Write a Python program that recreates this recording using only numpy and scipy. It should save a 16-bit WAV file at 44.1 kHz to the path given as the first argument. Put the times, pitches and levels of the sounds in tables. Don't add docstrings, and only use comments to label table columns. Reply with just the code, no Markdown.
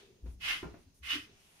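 import sys
import numpy as np
from scipy import signal
from scipy.fft import rfft, irfft
from scipy.io import wavfile
from scipy.ndimage import uniform_filter1d

SR = 44100
rng = np.random.default_rng(int(sys.argv[2]) if len(sys.argv) > 2 else 0)


def master(y):
    cut = np.clip(np.atleast_2d(y).T, -1, 1)
    pcm = np.round(cut * 32767)
    wavfile.write(sys.argv[1], SR, pcm.astype(np.int16))


def undo_db(level):
    steps = np.asarray(level, float) / 20
    return 10 ** steps


N = 70560


def evened(x):
    return x / np.sqrt(np.mean(x ** 2) + 1e-20)


def read(points, hz):
    f, value = np.transpose(points)
    return np.interp(np.log(hz + 1), np.log(f + 1), value)


def level(points):
    return undo_db(np.interp(np.arange(N) / SR, *np.transpose(points)[:2]))


def add(mix, s, sound):
    part = mix[round(s * SR):][:len(sound)]
    part += sound[:len(part)]


def resonate(x, hz, width):
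    turn = np.exp(2j * np.pi * np.cumsum(hz * np.ones(N)) / SR)
    r = np.exp(-np.pi * width / SR)
    return 2 * (turn * signal.lfilter([1 - r], [1, -r], x / turn + 1e-18)).real


def narrow_noise(noise, hz, width):
    return evened(resonate(resonate(noise, hz, width), hz, width))


def colour(x, points):
    return irfft(rfft(x) * undo_db(read(points, np.fft.rfftfreq(N, 1 / SR))), N)


# (frequency [Hz], coherence [0 to 1])
COHERENCE = [(60, 0.88), (300, 0.76), (1000, 0.016)]


def hiss(points, patchy_db):
    frames, hz = N // 256 + 5, np.fft.rfftfreq(1024, 1 / SR)
    a, b, c, d, patches = rng.standard_normal((frames, 513, 5)).T
    patches = uniform_filter1d(patches, size=14, axis=0)
    patches = evened(uniform_filter1d(patches, size=12, axis=1))
    same = np.clip(read(COHERENCE, hz), -1, 1)[:, None]
    left, other = a + 1j * b, c + 1j * d
    z = np.array([left, same * left + np.sqrt(1 - same ** 2) * other])
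    z = z * undo_db(read(points, hz)[:, None] + patchy_db * patches)
    return evened(signal.istft(z, nperseg=1024, noverlap=768)[1][:, :N])


# (frequency [Hz], density [dB per Hz])
AIR = [(300, -11), (600, 7.5), (1500, 4.5), (3000, 3.5), (6500, 9.5), (8000, -3.5), (12000, -8),
       (15500, -1)]
# (frequency [Hz], density [dB per Hz])
CLOTH = [(450, -6), (750, -2), (1000, -3.5), (1500, -5.5), (2600, 1.5), (4000, -3.5), (6500, -7),
         (9700, -20.5), (12500, -24)]
# (time [s], level [dB])
RUSTLE = [(0, -59), (.1, -71.5), (.25, -82), (.265, -69), (.31, -72), (.38, -91), (.6, -59.5), (.8, -72.5),
          (.9, -79.5), (1.05, -101), (1.3, -66.5), (1.4, -67), (1.55, -67.5), (1.6, -64)]
# (frequency [Hz], density [dB per Hz])
SILK_COLOUR = [(5000, -15), (7000, 16), (12500, 9.5), (15600, -22)]
# (time [s], level [dB])
SILK = [(0, -80), (.1, -87.5), (1.33, -90.5), (1.4, -73.5), (1.6, -72.5)]
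# (time [s], level [dB])
PIPE_MOAN = [(0, -62.5), (.2, -71), (.26, -89), (1.2, -86), (1.3, -66.5), (1.38, -82)]
# (frequency [Hz], density [dB per Hz])
RUMBLE = [(15, -33), (30, 5.5), (100, 4.5), (250, 0), (420, -14), (600, -14), (1000, -36.5)]
# (time [s], level [dB])
HANDLING = [(0, -73.5), (.1, -67.5), (.19, -68.5), (.26, -56), (.45, -65), (.6, -61), (.75, -60),
            (.85, -67.5), (.97, -71), (1.1, -66.5), (1.19, -65), (1.26, -68), (1.4, -68), (1.47, -75),
            (1.6, -73)]


def background():
    air = undo_db(-75.5) * hiss(AIR, patchy_db=1.2)
    cloth = level(RUSTLE) * hiss(CLOTH, patchy_db=1.2)
    silk = level(SILK) * hiss(SILK_COLOUR, patchy_db=1.2)
    rumble = level(HANDLING) * hiss(RUMBLE, patchy_db=1.0)
    noise = rng.standard_normal(N) + 0.52 * rng.standard_normal((2, N))
    moan = level(PIPE_MOAN) * narrow_noise(noise, hz=399.5, width=86)
    return air + cloth + silk + rumble + moan


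# (start [s], rise [s], fall [s], level [dB], pitch [Hz])
THUDS = [(0.222, 0.024, 0.13, -38.5, 58), (0.275, 0.013, 0.048, -43.5, 65.5),
         (0.325, 0.012, 0.14, -57, 58.7), (0.44, 0.012, 0.19, -58, 42), (0.46, 0.05, 0.14, -57.5, 35.6),
         (0.29, 0.023, 0.19, -54.5, 36.6), (0.23, 0.014, 0.065, -56.5, 255), (0.27, 0.02, .04, -61.5, 410),
         (.25, 0.0097, 0.029, -61.5, 505), (.25, 0.015, 0.036, -55.5, 177), (0.28, 0.012, 0.023, -63, 244),
         (0.46, 0.013, 0.03, -65.5, 238), (1.09, 0.037, 0.14, -57, 65), (.855, 0.014, 0.043, -63.5, 270),
         (.43, 0.022, 0.092, -58.5, 98), (.626, 0.0018, 0.028, -49.5, 186), (1.13, 0.014, 0.084, -62, 180),
         (.55, 0.012, 0.047, -62, 310), (.341, .02, .12, -55, 61), (.626, 0.0035, 0.026, -48, 370.7),
         (0.64, 0.013, 0.13, -48, 60), (0.646, 0.014, 0.027, -43.5, 157), (0.67, 0.0067, 0.039, -49.5, 409),
         (.739, 0.0045, 0.023, -49, 304), (0.858, 0.013, 0.036, -56.5, 82), (0.993, 0.032, 0.1, -51.5, 67),
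         (1.14, 0.006, 0.11, -57, 388), (1.125, 0.017, 0.032, -49, 287), (1.148, 0.014, 0.02, -38, 291),
         (1.175, 0.012, 0.024, -46, 290), (1.148, 0.0082, 0.14, -58.5, 96), (1.217, 0.01, 0.053, -59, 308)]


def thuds():
    out = np.zeros(N)
    for start, rise, fall, db, hz in THUDS:
        t = np.arange(0, rise + fall, 1 / SR)
        ramp = np.clip(np.minimum(t / rise, (rise + fall - t) / fall), 0, 1)
        shape = np.sin(np.pi / 2 * ramp) ** 2
        add(out, start, -undo_db(db) * shape * np.sin(2 * np.pi * hz * t))
    return out * undo_db([[1.2], [-1.2]])


# (frequency [Hz], decay time T60 [s])
ROOM = [(200, 0.25), (1000, 0.29), (3000, 0.21), (8000, 0.18), (15000, 0.1)]


def room(x):
    taps = np.zeros((2, SR // 2))
    at = np.arange(100, SR // 2 - 10, 10) + rng.integers(0, 10, (2, (SR // 2 - 101) // 10))
    np.put_along_axis(taps, at, rng.choice([-1., 1.], at.shape), 1)
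    hz, t, z = signal.stft(taps, SR, nperseg=256)
    t60 = np.maximum(read(ROOM, hz), .03)[:, None]
    tail = signal.istft(z * undo_db(-60 * t / t60), SR, nperseg=256)[1]
    return signal.fftconvolve(x, tail / np.linalg.norm(tail[0]), axes=1)[:, :N]


# (time [s], level [dB], brightness [dB])
KNOCKS = [(.238, -53, -14.5), (0.26, -47.5, -5), (.628, -35.5, -2), (.641, -46.5, -0.5), (.655, -74, 1),
          (.666, -48.5, -28), (.68, -56, -25), (0.695, -55, -10), (0.712, -52, -33), (0.74, -54, 6),
          (0.752, -62, -29), (0.769, -57.5, -36), (.79, -55.5, -26)]
# (frequency [Hz], level [dB], decay time T60 [s])
TUB = [(76, 1.5, 0.054), (154, -5, 0.018), (232, -18, 0.043), (309.6, 5, 0.042), (363.7, 6, 0.054),
       (404.6, -12, 0.09)]
# (frequency [Hz], density [dB per Hz])
RIM = [(80, -28), (200, 6), (450, -3), (600, 0.5), (1400, -5.5), (2000, -12), (2700, -14), (3500, -39)]


def knocks():
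    rim_t60_s = 0.12
    crack_db, crack_s = 2.5, 0.0029
    mode_scatter = .03
    out, puff, t = np.zeros(N), np.zeros(N), np.arange(8000) / SR
    spread = rng.standard_normal((len(KNOCKS), 14))
    for (s, db, bright_db), vary in zip(KNOCKS, spread):
        ring = 0
        for (hz, mode_db, t60), v, w in zip(TUB, vary, vary[7:]):
            decay = undo_db(mode_db + 2 * v - 60 * t / t60)
            ring = ring + decay * np.sin(2 * np.pi * hz * (1 + mode_scatter * w) * t)
        add(out, s, undo_db(db - 5.5) * np.minimum(t / 0.0036, 1) * ring)
        scrape_db = db + bright_db - 7 - 60 * t / rim_t60_s + crack_db * np.exp(-t / crack_s)
        add(puff, s, undo_db(scrape_db) * np.minimum(t / 0.00096, 1))
    friction = rng.standard_normal(N) + .8 * rng.standard_normal((2, N))
    both = out + puff * evened(colour(friction, RIM))
    return both + undo_db(-4) * room(both)


# (start [s], length [s], level [dB], upper whine [dB])
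LENS = [(.275, .095, -81, -7), (.78, .09, -84, -12), (.94, .085, -79, -5), (1.5, .1, -83, -15)]


def lens():
    t, out = np.arange(N) / SR, np.zeros((2, N))
    noise = rng.standard_normal((2, N))
    whine = narrow_noise(noise, hz=9780, width=330)
    upper = narrow_noise(noise, hz=13770, width=330)
    motor_hiss = undo_db(5) * evened(resonate(noise[::-1], 7500, 3400))
    for start, length, db, upper_db in LENS:
        gate = np.clip(np.minimum((t - start) / 0.0047, (start + length - t) / 0.034), 0, 1)
        out += undo_db(db) * gate * (whine + motor_hiss + undo_db(upper_db) * upper)
    return out


# (time [s], surge [dB])
LUMPS = [(0.409, 2), (.434, 1), (0.446, 6.5), (.458, 7), (0.472, -4), (.479, 3.5), (0.486, 6.5),
         (0.499, -4), (0.502, 5), (0.509, 5.5), (.514, 4), (0.531, 12), (0.543, 8), (0.554, 7),
         (1.036, 0.5), (1.048, 3), (1.056, 11), (1.068, 2), (1.090, 6.5), (1.095, 7), (1.104, 10),
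         (1.109, 4.5), (1.117, 11.5), (1.129, 5), (1.133, 2), (1.146, 3.5), (1.156, 15), (1.163, 6.5),
         (1.171, -3)]


def lumps():
    rise_s, fall_s = 0.00083, 0.0031
    surge_db, t = np.zeros(N), np.arange(1500) / SR
    for s, db in LUMPS:
        add(surge_db, s, db * np.minimum(t / rise_s, 1) * np.exp(-t / fall_s))
    return undo_db(surge_db)


def grains():
    grains_per_s, spread_db = 12000, 2.5
    clump_db, clump_s = .6, 0.0093
    clumps = evened(uniform_filter1d(rng.standard_normal(N), round(clump_s * SR)))
    struck = rng.random((2, N)) < grains_per_s / SR
    sign = np.sign(rng.standard_normal((2, N)))
    size = np.minimum(rng.exponential(1, (2, N)), 5)
    return struck * sign * undo_db(spread_db * size + clump_db * clumps)


# (frequency [Hz], width [Hz], level [dB])
SHELL = [(2110, 36, -11), (2395, 90, -16), (2549, 12, -6.5), (2780, 48, -12), (2937, 8.7, -5)]


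def container(ticks, cavity_hz):
    extra_width_hz = 30
    cavity = undo_db(13) * 2 * resonate(ticks, cavity_hz, width=210)
    wall = undo_db(8) * 2 * resonate(ticks, 2095, width=180)
    rung = evened(ticks + cavity + wall)
    for hz, width, db in SHELL:
        rung = rung + undo_db(db) * evened(resonate(ticks, hz, extra_width_hz + width))
    return rung


# (time [s], level [dB], cavity pitch [Hz])
SHAKES = [
    [(.385, -100, 2730), (.409, -57, 2600), (.432, -47, 2750), (.45, -40.5, 2470), (.466, -42.5, 2450),
     (.48, -38.5, 2780), (.515, -38.5, 2670), (.565, -53, 3200), (.62, -65.5, 3500)],
    [(1.012, -101, 2290), (1.033, -53.5, 2470), (1.06, -51.5, 2680), (1.09, -44, 2800), (1.112, -41, 2700),
     (1.15, -42.5, 2930), (1.172, -57, 3040), (1.21, -60.5, 2920), (1.255, -72, 2940)],
]
# (frequency [Hz], density [dB per Hz])
SALT = [(700, -75), (1050, -14), (1550, -9.5), (2300, -13), (2900, -12.5), (3500, -10.5), (5000, -16.5),
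        (7000, -28.5), (9000, -37)]
# (frequency [Hz], density [dB per Hz])
FIZZ = [(3000, -8.5), (5000, -1.5), (8600, -8.5), (10500, -11), (12000, -9.5), (14000, -17.5), (15600, -20)]
# (frequency [Hz], density [dB per Hz])
SLUMP = [(150, -18), (300, 1.5), (500, -7), (900, 6.5), (1300, 9), (2500, -30)]
# (frequency [Hz], left over right [dB])
SALT_BALANCE = [(400, 0), (1000, -2), (1500, -3.5), (2800, -2.7), (5000, 3), (9000, -3), (15000, -2)]
# (time [s], left over right [dB])
SWING = [(.41, -1.5), (.52, 2.5), (1.02, -2.5), (1.16, 1.5)]


def salt():
    loud = undo_db(-34)
    fizz_lag_s = .008
    rows = []
    for s in SHAKES:
        rows += [(s[0][0] - .01, -130, s[0][2]), *s, (s[-1][0] + 0.031, -130, s[-1][2])]
    rows = np.array(rows)
    cavity_hz = np.interp(np.arange(N) / SR, rows[:, 0], rows[:, 2])
    push = level(rows)
    effort = push * lumps()
    ticks = grains()

    near = effort * evened(colour(container(ticks, cavity_hz), SALT))
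    keep = np.exp(-1 / (fizz_lag_s * SR))
    late = signal.lfilter([1 - keep], [1, -keep], effort)
    near += undo_db(-51) * (late / loud) ** 0.58 * evened(colour(ticks, FIZZ))
    mass = ticks[0] + .5 * ticks
    near += undo_db(-41.5) * (push / loud) ** 3.02 * evened(colour(mass, SLUMP))

    both = undo_db(2) * near + room(near)
    side = read(SALT_BALANCE, np.fft.rfftfreq(N, 1 / SR)) / 2
    swing = np.interp(np.arange(N) / SR, *np.transpose(SWING)) / 2
    return irfft(rfft(both) * undo_db([side, -side]), N) * undo_db([swing, -swing])


def scene():
    return background() + thuds() + knocks() + lens() + salt()


def band_limit(x):
    return signal.sosfilt(signal.butter(12, 15630, fs=SR, output="sos"), x)


# (frequency [Hz], gain [dB])
MIC = [(6800, 0.12), (7200, -4), (8000, -3), (8800, 3)]
# (frequency [Hz], gain [dB])
EDGE = [(15640, 0), (15720, -80)]


def record(dry):
    return band_limit(colour(dry, [*MIC, *EDGE]))


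dry = scene()
out = record(dry)
master(out)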